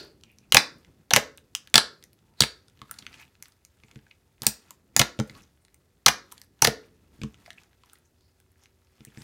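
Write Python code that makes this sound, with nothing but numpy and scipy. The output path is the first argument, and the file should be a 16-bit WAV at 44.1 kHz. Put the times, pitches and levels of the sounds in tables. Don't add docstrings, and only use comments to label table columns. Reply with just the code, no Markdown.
import sys
import numpy as np
from scipy import signal
from scipy.fft import rfft, irfft
from scipy.io import wavfile
from scipy.ndimage import uniform_filter1d

SR = 44100
rng = np.random.default_rng(int(sys.argv[2]) if len(sys.argv) > 2 else 0)


def dump_mix(stems):
    frames = np.atleast_2d(stems).T
    limited = np.clip(frames, -1, 1)
    pcm = np.round(limited * 32767).astype(np.int16)
    wavfile.write(sys.argv[1], SR, pcm)


def elevation(decibels):
    levels = np.asarray(decibels, float)
    return 10 ** (levels / 20)


N = 407043


def amp_of_time(rows):
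    s, db = np.transpose(rows)
    return elevation(np.interp(np.arange(N) / SR, s, db))


def coloured(x, spectrum):
    hz, db = np.transpose(spectrum)
    bins = np.maximum(np.fft.rfftfreq(len(x), 1 / SR), 1)
    gain = elevation(np.interp(np.log(bins), np.log(hz), db))
    y = irfft(rfft(x) * gain, len(x))
    return y / np.sqrt(np.mean(y ** 2))


def highpass(x, hz):
    return signal.sosfilt(signal.butter(2, hz, "high", fs=SR, output="sos"), x)


def bandpass(x, low_hz, high_hz, order=2):
    return signal.sosfilt(signal.butter(order, [low_hz, high_hz], "band", fs=SR, output="sos"), x)


def slow_noise(step):
    count = N // step + 2
    return np.interp(np.arange(N) / step, np.arange(count), rng.standard_normal(count))


def add(out, s, sound):
    i = round(s * SR)
    out[i:i + len(sound)] += sound[:len(out) - i]


def pop(snap_db, snap_hz, ring_ms, hole_db, hole_hz, wet_db, glide, cycles, crack_db, spit_ms):
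    flap_rad, wobble_turns = 0.2, 0.011
    ring_cut = 1.6
    t = np.arange(1500) / SR
    spit_noise, wet_noise, wander = rng.standard_normal((3, len(t)))
    wander = np.cumsum(wander)

    snap = np.sin(2 * np.pi * snap_hz * t * (1 - 4.0 * t) + flap_rad * wander)
    snap = snap * np.exp(-(t * 1000 / ring_ms) ** ring_cut)
    snap = highpass(snap, 0.5 * snap_hz)

    spit = elevation(-4) * spit_noise * np.exp(-t * 1000 / (spit_ms + 0.5 * ring_ms))
    crack = elevation(crack_db) * (t == 0)
    spray = elevation(-2.0) * bandpass(spit + crack, 0.65 * snap_hz, min(2.1 * snap_hz, 17000), order=3)

    splat_band = signal.butter(2, [0.22 * hole_hz, max(2.2 * hole_hz, 3000)], "band", fs=SR)
    wet = signal.lfilter(*splat_band, wet_noise) * np.exp(-t / 0.0028) * elevation(wet_db)

    settle_s = 4.0 / hole_hz
    turns = hole_hz * ((1 - 0.4 * glide) * t + glide * settle_s * (1 - np.exp(-t / settle_s)))
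    turns = turns + wobble_turns * wander
    hole = np.sin(2 * np.pi * turns) * np.exp(-t * hole_hz / cycles)
    hole = hole * (1 - np.exp(-t * hole_hz / 1.5))
    return elevation(snap_db) * (elevation(-3.5) * snap + spray) + elevation(hole_db + 1.0) * (hole + wet)


FINGER_POKES = [(-.16, 23, 4305, -16, 1520), (-.14, 15, 3860, -1, 650), (0.5223, 0, 3700, -17, 1380),
                (0.5230, -1.5, 3200, -16, 2920), (.5457, 6.5, 7000, -10, 2660), (0.5478, 3, 2600, -6.5, 700),
                (.5555, -8.5, 3000, -22.5, 1900), (0.5687, 7, 4345, 3, 2267), (1.1074, -6.5, 3700, -19, 1784),
                (1.1106, -9, 3700, -16, 780), (1.1339, -17, 2700, -30.5, 2370), (1.1360, 6, 5600, -4.5, 2380),
                (1.1563, -14, 3900, -30, 2500), (1.1621, 0, 7380, -5.5, 2260), (1.1642, -10, 7500, -18, 1246),
                (1.1656, -6, 4500, -13.5, 700), (1.1676, -8.5, 7000, -18.5, 2400),
                (1.1697, -6.5, 2501, -11.5, 603), (1.375, -27, 8930, -57.5, 2434),
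                (1.5508, -9, 3196, -31.5, 3560), (1.5509, -10, 7700, -51, 3300),
                (1.7417, 1.5, 3800, -10.5, 1875), (1.7435, -3.5, 4500, -15.5, 2400),
                (1.7557, 6.5, 3611, 0, 2490), (1.757, 6.5, 4600, -12, 2520), (1.7802, -7, 3984, -22.5, 2010),
                (1.7794, 7.5, 4307, -5, 1430), (2.4046, -5, 5000, -22.5, 2954), (2.4064, 8, 4600, -14, 1807),
                (2.4209, 0, 3900, -15.5, 1993), (2.4364, -12.5, 4700, -16, 1680),
                (4.4200, -13, 5212, -40.5, 976), (4.4335, -23, 4030, -33, 986),
                (4.4666, 6, 8700, -14.5, 2279), (4.4683, -1, 5516, -40.5, 1454),
                (4.9641, -15.5, 3000, -34, 1668), (4.9648, 6, 6817, -15.5, 1664),
                (4.9940, 1.5, 6800, -10.5, 2715), (4.9960, 2, 5492, -7.5, 2579),
                (4.999, -3.5, 3519, -16.5, 589.5), (5.0143, -4.5, 1900, -9.5, 1935),
                (5.0160, -4.5, 4360, -7, 1846), (6.0609, -12, 9430, -33, 1955),
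                (6.0617, 2.5, 4500, -12.5, 2052), (6.0630, 6.5, 6200, -12, 2066),
                (6.0650, 3.5, 4496, -7, 1050), (6.0821, -3.5, 3526, -5.5, 2117),
                (6.085, 1, 5940, -12, 2193), (6.0876, -7, 2800, -15, 1002), (6.6193, -13, 8620, -35, 2013),
                (6.622, 6.5, 5600, -7.5, 1069), (6.6463, -1, 5040, -13.5, 2054),
                (6.6493, 0, 4900, -7, 1682), (6.6723, -1.5, 5527, -12.5, 1844),
                (6.6735, -7.5, 2894, -11, 560)]
# (time [s], snap level [dB], snap pitch [Hz])
FILM_TEARS = [(.5223, -5.5, 10000), (.5232, -6, 12000), (.5479, -9, 7500), (.5702, -9.5, 7000),
              (1.1075, -21.5, 12900), (1.134, -24, 13000), (1.1566, -23.5, 11150), (1.1657, -8, 12000),
              (1.7418, -8.5, 10000), (1.7559, -6.5, 8923), (2.4047, -14.5, 9000), (2.4067, -13, 13500),
              (2.4365, -20.5, 12000), (4.4336, -19.5, 13460), (4.9652, -5.5, 12000), (5.0144, -17, 12020),
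              (6.0828, -10, 11000), (6.0864, -14, 13030), (6.6221, -4, 10500), (6.6464, -9, 12890),
              (6.6497, -6.5, 10980), (6.6724, -10, 12920), (2.1315, -44, 12700)]
# (time [s], snap level [dB], snap pitch [Hz], hole level [dB], hole pitch [Hz])
BLISTER_BURSTS = [(2.8159, -27, 2540, -30.5, 1081), (2.894, -54, 2830, -41, 1312),
                  (2.9111, -20, 8740, -29, 1345), (2.9855, -37.5, 4120, -43, 4040),
                  (2.9875, -30, 3960, -29.5, 4060), (3.0515, -47.5, 3500, -49, 2300),
                  (3.2505, -48, 2510, -49, 2400), (3.278, -59, 3000, -57.5, 2800),
                  (3.0654, -21.5, 2740, -33, 1530), (3.1409, -38, 2737, -34.5, 2550),
                  (3.1971, -54.5, 2570, -39, 2190), (3.4246, -25, 6510, -36, 2010),
                  (3.456, -37.5, 4350, -43.5, 1980), (3.8347, -64.5, 2980, -41, 2250),
                  (3.9575, -35, 3190, -45.5, 1580), (4.0655, -66.5, 2580, -46, 1540),
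                  (4.7067, -26.5, 7200, -37, 1072), (5.1893, -23.5, 4200, -20, 559.9),
                  (5.1987, -15.5, 3900, -28.5, 887), (5.2002, -16.5, 2060, -23, 1400),
                  (5.2964, -30, 3490, -33, 2054), (6.3226, -26, 6270, -38, 1075),
                  (7.2155, -33.5, 2475, -27.5, 2410), (7.234, -20, 3200, -31.5, 1080),
                  (7.4603, -32, 2670, -34, 2006), (7.4774, -51.5, 4020, -37, 702),
                  (7.5043, -23, 2530, -34.5, 1844), (7.835, -42.5, 3190, -46, 1030),
                  (7.9547, -42.5, 2690, -47, 2067)]
# (time [s], snap level [dB], snap pitch [Hz])
SMALL_TICKS = [(0.2356, -31, 3336), (0.7842, -51, 9220), (1.3796, -32.5, 2790), (1.6731, -30.5, 2870),
               (2.0258, -36.5, 4298), (2.0383, -30.5, 6477), (2.6822, -40, 4600), (2.9402, -34.5, 5140),
               (3.0245, -33.5, 2800), (2.791, -44, 3500), (3.1288, -35.5, 2535), (3.4825, -41.5, 12000),
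               (3.6494, -34, 6494), (3.9125, -34.5, 3200), (4.1115, -38.5, 2560), (6.314, -40, 5050),
               (5.3517, -40, 2500), (5.6493, -40.5, 4530), (5.7433, -38, 8480), (6.3789, -33, 4394),
               (6.4155, -31, 5830), (7.343, -35.5, 2880), (7.5303, -41, 4520), (7.6341, -42, 5000),
               (7.897, -41.5, 3220), (7.9324, -32, 10070), (8.636, -43, 5980), (8.6573, -41, 2560),
               (9.0495, -30, 8500), (9.1732, -31, 2610), (9.2192, -35, 4470),
               (0.2104, -48, 4660), (.316, -50, 13000), (.385, -38.5, 6000), (1.6735, -40, 7000),
                (1.699, -46, 7000), (2.131, -49, 3000), (0.8306, -50.5, 2906), (0.8471, -39.5, 3010),
                (1.487, -59, 3000), (2.189, -50, 4026), (2.338, -51, 2600), (2.6979, -47, 4000),
                (2.7731, -45.5, 3010), (3.3525, -43, 2200), (3.521, -47, 5000), (3.787, -55.5, 3976),
                (3.8002, -49, 3500), (3.8833, -46, 2970), (3.905, -48, 1500), (3.9899, -43, 2203),
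                (4.0811, -54, 4010), (5.275, -44, 8680), (5.3775, -55, 11000), (5.3942, -52, 4000),
                (5.4136, -48.5, 1500), (5.4204, -45, 7000), (5.574, -53, 1783), (5.682, -44.5, 2300),
                (6.3185, -36.5, 12140), (6.319, -31, 3500), (6.397, -50, 12000), (6.401, -52.5, 8000),
                (6.437, -48.5, 11500), (6.445, -50.5, 10940), (6.591, -46, 2980), (7.1878, -60.5, 3020),
                (7.466, -50, 4940), (7.514, -47, 2300), (7.7304, -44, 1800), (7.859, -48, 6040),
                (7.977, -53, 3000), (7.985, -51, 11000), (8.208, -48.5, 3000), (8.4007, -45, 3200),
                (8.4009, -48.5, 10000), (8.517, -53.5, 11000), (8.847, -55.5, 6020), (8.8705, -53, 2500),
                (8.981, -50, 2490), (9.0063, -38.5, 2500), (9.028, -60, 3500), (9.0698, -48, 3000),
                (9.102, -50.5, 2500), (9.1474, -47, 3000)]


def pops_and_ticks():
    lead_s = 0.25
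    deep = dict(wet_db=4.2, glide=0.8, cycles=3.9)
    shallow = dict(wet_db=-6, glide=0.3, cycles=3.2)
    sharp = dict(crack_db=4, spit_ms=0.3)
    soft = dict(crack_db=1, spit_ms=0.7)
    film_ring_ms, small_ring_ms = 0.34, 0.4
    dent_hz, dent_db, dent_spread = 1890, -13.5, 0.3
    late_s = 0.0007
    out = np.zeros(N + round(lead_s * SR))

    for s, snap_db, snap_hz, hole_db, hole_hz in FINGER_POKES:
        ring_ms = 0.94 * elevation(0.43 * snap_db) * (4000 / snap_hz) ** 1.2
        ring_ms = np.clip(ring_ms, 0.2, 1.4)
        add(out, lead_s + s, pop(snap_db, snap_hz, ring_ms, hole_db, hole_hz, **deep, **sharp))

    for s, snap_db, snap_hz in FILM_TEARS:
        add(out, lead_s + s, pop(snap_db, snap_hz, film_ring_ms, -99, dent_hz, **shallow, **sharp))

    small = list(BLISTER_BURSTS)
    for s, snap_db, snap_hz in SMALL_TICKS:
        hole_hz = dent_hz * np.exp(dent_spread * rng.standard_normal())
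        small.append((s, snap_db, snap_hz, snap_db + dent_db, hole_hz))
    for s, snap_db, snap_hz, hole_db, hole_hz in small:
        burst = pop(snap_db, snap_hz, small_ring_ms, hole_db, hole_hz, **shallow, **soft)
        add(out, lead_s + s + late_s, elevation(1.0) * burst)
    return highpass(out, 300)


# (peak time [s], crackle level [dB], rise per 10 dB [ms], fall per 10 dB [ms])
SKIN_TUGS = [(0, -52, 50, 50), (0.799, -71.5, 598.5, 294), (1.701, -72.5, 298.5, 597), (2.39, -60, 10, 143),
             (2.97, -61, 139.5, 195), (3.14, -60, 52, 98), (3.21, -53.5, 54, 30.5), (3.46, -63.5, 36, 54.5),
             (3.9, -71, 157, 340), (4.44, -45.5, 12, 63.5), (4.72, -62.5, 134, 26.5),
             (4.949, -65, 15.5, 43), (5.23, -60, 56.5, 122), (5.31, -64.5, 46, 50.5),
             (5.38, -58.5, 84.5, 62), (6.38, -66, 251.5, 39.5), (6.44, -71, 17, 22),
             (6.6, -67.5, 24, 288.5), (6.85, -67.5, 60, 56.5), (7.25, -65.5, 174, 252.5),
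             (7.47, -59, 57, 59), (7.59, -61, 35, 61.5), (7.9, -67, 105.5, 87), (8.64, -68.5, 56.5, 45),
             (9.0, -70.5, 129.5, 199), (9.17, -61.5, 58, 201), (9.23, -56.5, 54, 70)]


def tearing():
    creep_db = -78
    ms = np.arange(0, N + 64, 64) * 1000 / SR
    power = elevation(2 * creep_db)
    for s, db, rise_ms, fall_ms in SKIN_TUGS:
        late_ms = ms - 1000 * s
        power = power + elevation(2 * (db + 10 * np.minimum(late_ms / rise_ms, -late_ms / fall_ms)))
    return np.interp(np.arange(N) * 1000 / SR, ms, np.sqrt(power))


# (frequency [Hz], density [dB per Hz])
SKIN_COLOUR = [(300, -32), (700, -14), (1800, -9), (3500, -10.5), (7000, -13), (16000, -20)]


def crackle():
    tears_per_s, spread_db, pitches = 9000, 2.0, 10
    clumps = slow_noise(300)
    torn = rng.random(N) < tears_per_s * elevation(4.0 * clumps) / SR
    tears = torn * rng.standard_normal(N) * elevation(spread_db * rng.exponential(1, N))
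    dealt = rng.integers(0, pitches, N)
    out = 0
    for k, hz in enumerate(np.geomspace(700, 13000, pitches)):
        r = elevation(-60 * hz / (9.0 * SR))
        poles = [1, -2 * r * np.cos(2 * np.pi * hz / SR), r * r]
        out = out + signal.lfilter([1 - r * r], poles, tears * (dealt == k)) * np.sqrt(hz)
    return tearing() * coloured(out, SKIN_COLOUR)


# (time [s], length [s], slit pitch [Hz], level [dB])
SLITS = [(0.288, 0.059, 2520, -65), (0.337, 0.035, 2540, -69.5), (0.424, 0.056, 2490, -73),
         (0.509, 0.014, 5470, -67.5), (5.622, 0.024, 9000, -73), (5.361, 0.022, 4400, -58),
         (5.434, 0.013, 6000, -60.5), (3.88, 0.039, 7160, -75.5), (9.198, 0.043, 8000, -61.5),
         (2.298, 0.11, 910, -77.5), (2.394, 0.032, 4070, -59.5), (3.024, 0.0068, 3300, -52),
         (3.133, 0.015, 4700, -58), (3.2, 0.018, 7000, -71), (3.231, .012, 2500, -53),
         (3.143, 0.039, 2580, -59), (3.209, 0.052, 2430, -56), (4.113, 0.0062, 2508, -51.5),
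         (4.955, 0.021, 2165, -67), (5.366, 0.04, 1090, -59.5), (6.839, 0.0098, 2300, -55.5),
         (7.586, 0.015, 2310, -51.5), (8.064, 0.036, 6540, -74), (8.251, 0.13, 4710, -76),
         (8.636, 0.043, 6010, -68.5), (9.079, 0.014, 2460, -62)]


def squelch():
    hold, most = 220, 17600
    out = np.zeros(N)
    for s, length_s, hz, db in SLITS:
        n = min(round(2 * length_s * SR), most)
        flutter = elevation(3.7 * np.repeat(rng.standard_normal(most // hold), hold)[:n])
        slit = signal.iirpeak(hz, 4, fs=SR)
        air = rng.standard_normal(n) * flutter
        air = signal.lfilter(*slit, signal.lfilter(*slit, air))
        add(out, s - length_s, elevation(db) * np.hanning(n) * air / air.std())
    return out


# (time [s], peak level [dB])
TABLE_THUDS = [(0.542, -19), (0.568, -24), (1.133, -23.5), (1.165, -23.5), (1.745, -25), (1.758, -25.5),
               (2.413, -20.5), (2.819, -43.5), (3.837, -50), (3.9605, -38.5), (4.419, -36), (4.468, -26),
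               (4.963, -25), (5.001, -18), (5.1908, -20.5), (5.2003, -18.5), (5.299, -42), (6.064, -25.5),
               (6.084, -28), (6.621, -26), (6.65, -23.5), (6.677, -20), (7.19, -43.5), (7.216, -29.5),
               (7.2358, -23.5), (7.2495, -33.5), (9.006, -43), (9.072, -42.5), (9.174, -37.5), (9.209, -43)]
# (frequency [Hz], level [dB], t60 [s])
TABLE_MODES = [(133, 3, 0.085), (213, -1, 0.12), (299, -8.5, 0.11), (59, -14.5, 0.21), (439, -15.5, 0.15)]


def table():
    out = np.zeros(N)
    t = np.arange(SR // 4) / SR
    shares = rng.normal(0, 1, (len(TABLE_THUDS), len(TABLE_MODES)))
    for (s, db), share in zip(TABLE_THUDS, shares):
        ringing = np.zeros(len(t))
        for (hz, mode_db, t60_s), w in zip(TABLE_MODES, share):
            ringing += elevation(mode_db + 2.0 * w - 60 * t / t60_s) * np.sin(2 * np.pi * hz * t)
        add(out, s, -elevation(db - 1.5) * ringing * (1 - np.exp(-t / 0.0012)))
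    return out


# (time [s], level [dB])
HAND_WEIGHT = [(0, -64), (.8, -62.5), (1.5, -68), (2.0, -66), (2.6, -68), (3.1, -59.5), (3.6, -80.5),
               (3.95, -66.5), (4.3, -75), (5.4, -56.5), (5.6, -76), (7.4, -63), (8.0, -81), (8.9, -89),
               (9.05, -66.5)]


def rumble():
    lumps = slow_noise(1300)
    low = bandpass(rng.standard_normal(N), 40, 260)
    return amp_of_time(HAND_WEIGHT) * elevation(3.0 * lumps) * low / low.std()


# (delay [ms], level [dB])
REFLECTIONS = [
    (2.3, -20),
    (9.9, -18),
    (19.6, -23.5),
]
# (frequency [Hz], level [dB], t60 [s])
ROOM_TAIL = [(152, 6, 0.63), (350, -3.5, 0.6), (700, -2.5, 0.23), (1400, -4, 0.34), (2800, -7, 0.23),
             (4600, -7, 0.3), (8000, -7, 0.21), (15000, -6, .17)]


def room(x):
    tail_db = -17 - 19.5
    t = np.arange(SR // 2) / SR
    echoes = np.zeros(len(t))
    for ms, db in REFLECTIONS:
        smear = 0.3 * rng.standard_normal(30) * np.exp(-np.arange(30) / 12)
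        add(echoes, ms / 1000, elevation(db) * np.r_[1, smear])
    tail = signal.lfilter(*signal.butter(1, 10000, fs=SR), echoes)

    early = 1 + elevation(-1.0) * np.exp(-t / 0.016)
    onset = 1 - np.exp(-t / 0.00078)
    hz, db, t60_s = np.transpose(ROOM_TAIL)
    edges_hz = np.geomspace(80, 20000, 29)
    for low, high in zip(edges_hz, edges_hz[1:]):
        band = bandpass(rng.standard_normal(len(t)), low, high)
        centre = np.log(low * high) / 2
        band_db = np.interp(centre, np.log(hz), db)
        decay_s = np.interp(centre, np.log(hz), t60_s)
        tail += band * elevation(tail_db + band_db - 60 * t / decay_s) * early * onset
    return signal.fftconvolve(x, tail)[:len(x)]


# (frequency [Hz], density [dB per Hz])
HUSH_COLOUR = [(18, -21.5), (75, 5), (200, -12.5), (420, -12.5), (900, -24), (3100, -36.5), (4200, -29.5),
               (15500, -33)]
# (frequency [Hz], rms level [dB])
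HUM_TONES = [(86.1, -72), (118.4, -81.5), (242.2, -82), (376.8, -78)]
# (time [s], level [dB])
HUM_LEVEL = [(0, -5.5), (5.3, -7), (5.9, -1), (6.5, -2), (8, 3), (9.23, 6.5)]


def background():
    t = np.arange(N) / SR
    sway = uniform_filter1d(rng.standard_normal((len(HUM_TONES), N)), size=15000) * np.sqrt(15000)
    hum = np.zeros(N)
    for (hz, db), w in zip(HUM_TONES, sway):
        hum += elevation(db - 2.0 + 0.92 * w) * np.sin(2 * np.pi * hz * t)
    hush = elevation(-67) * coloured(rng.standard_normal(N), HUSH_COLOUR)
    return hush + amp_of_time(HUM_LEVEL) * hum


def scene():
    slime = pops_and_ticks()
    slime[-N:] += crackle() + squelch()
    heard = (slime + room(slime))[-N:]
    return (heard + table() + rumble() + background())[None]


def top_cut(x):
    return signal.sosfilt(signal.butter(12, 15950, fs=SR, output="sos"), x)


def record(dry):
    rolled_off = bandpass(dry, 45, 17500)
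    mix = np.clip(rolled_off, -0.99, 0.99)
    return top_cut(mix)


dry = scene()
out = record(dry)
dump_mix(out)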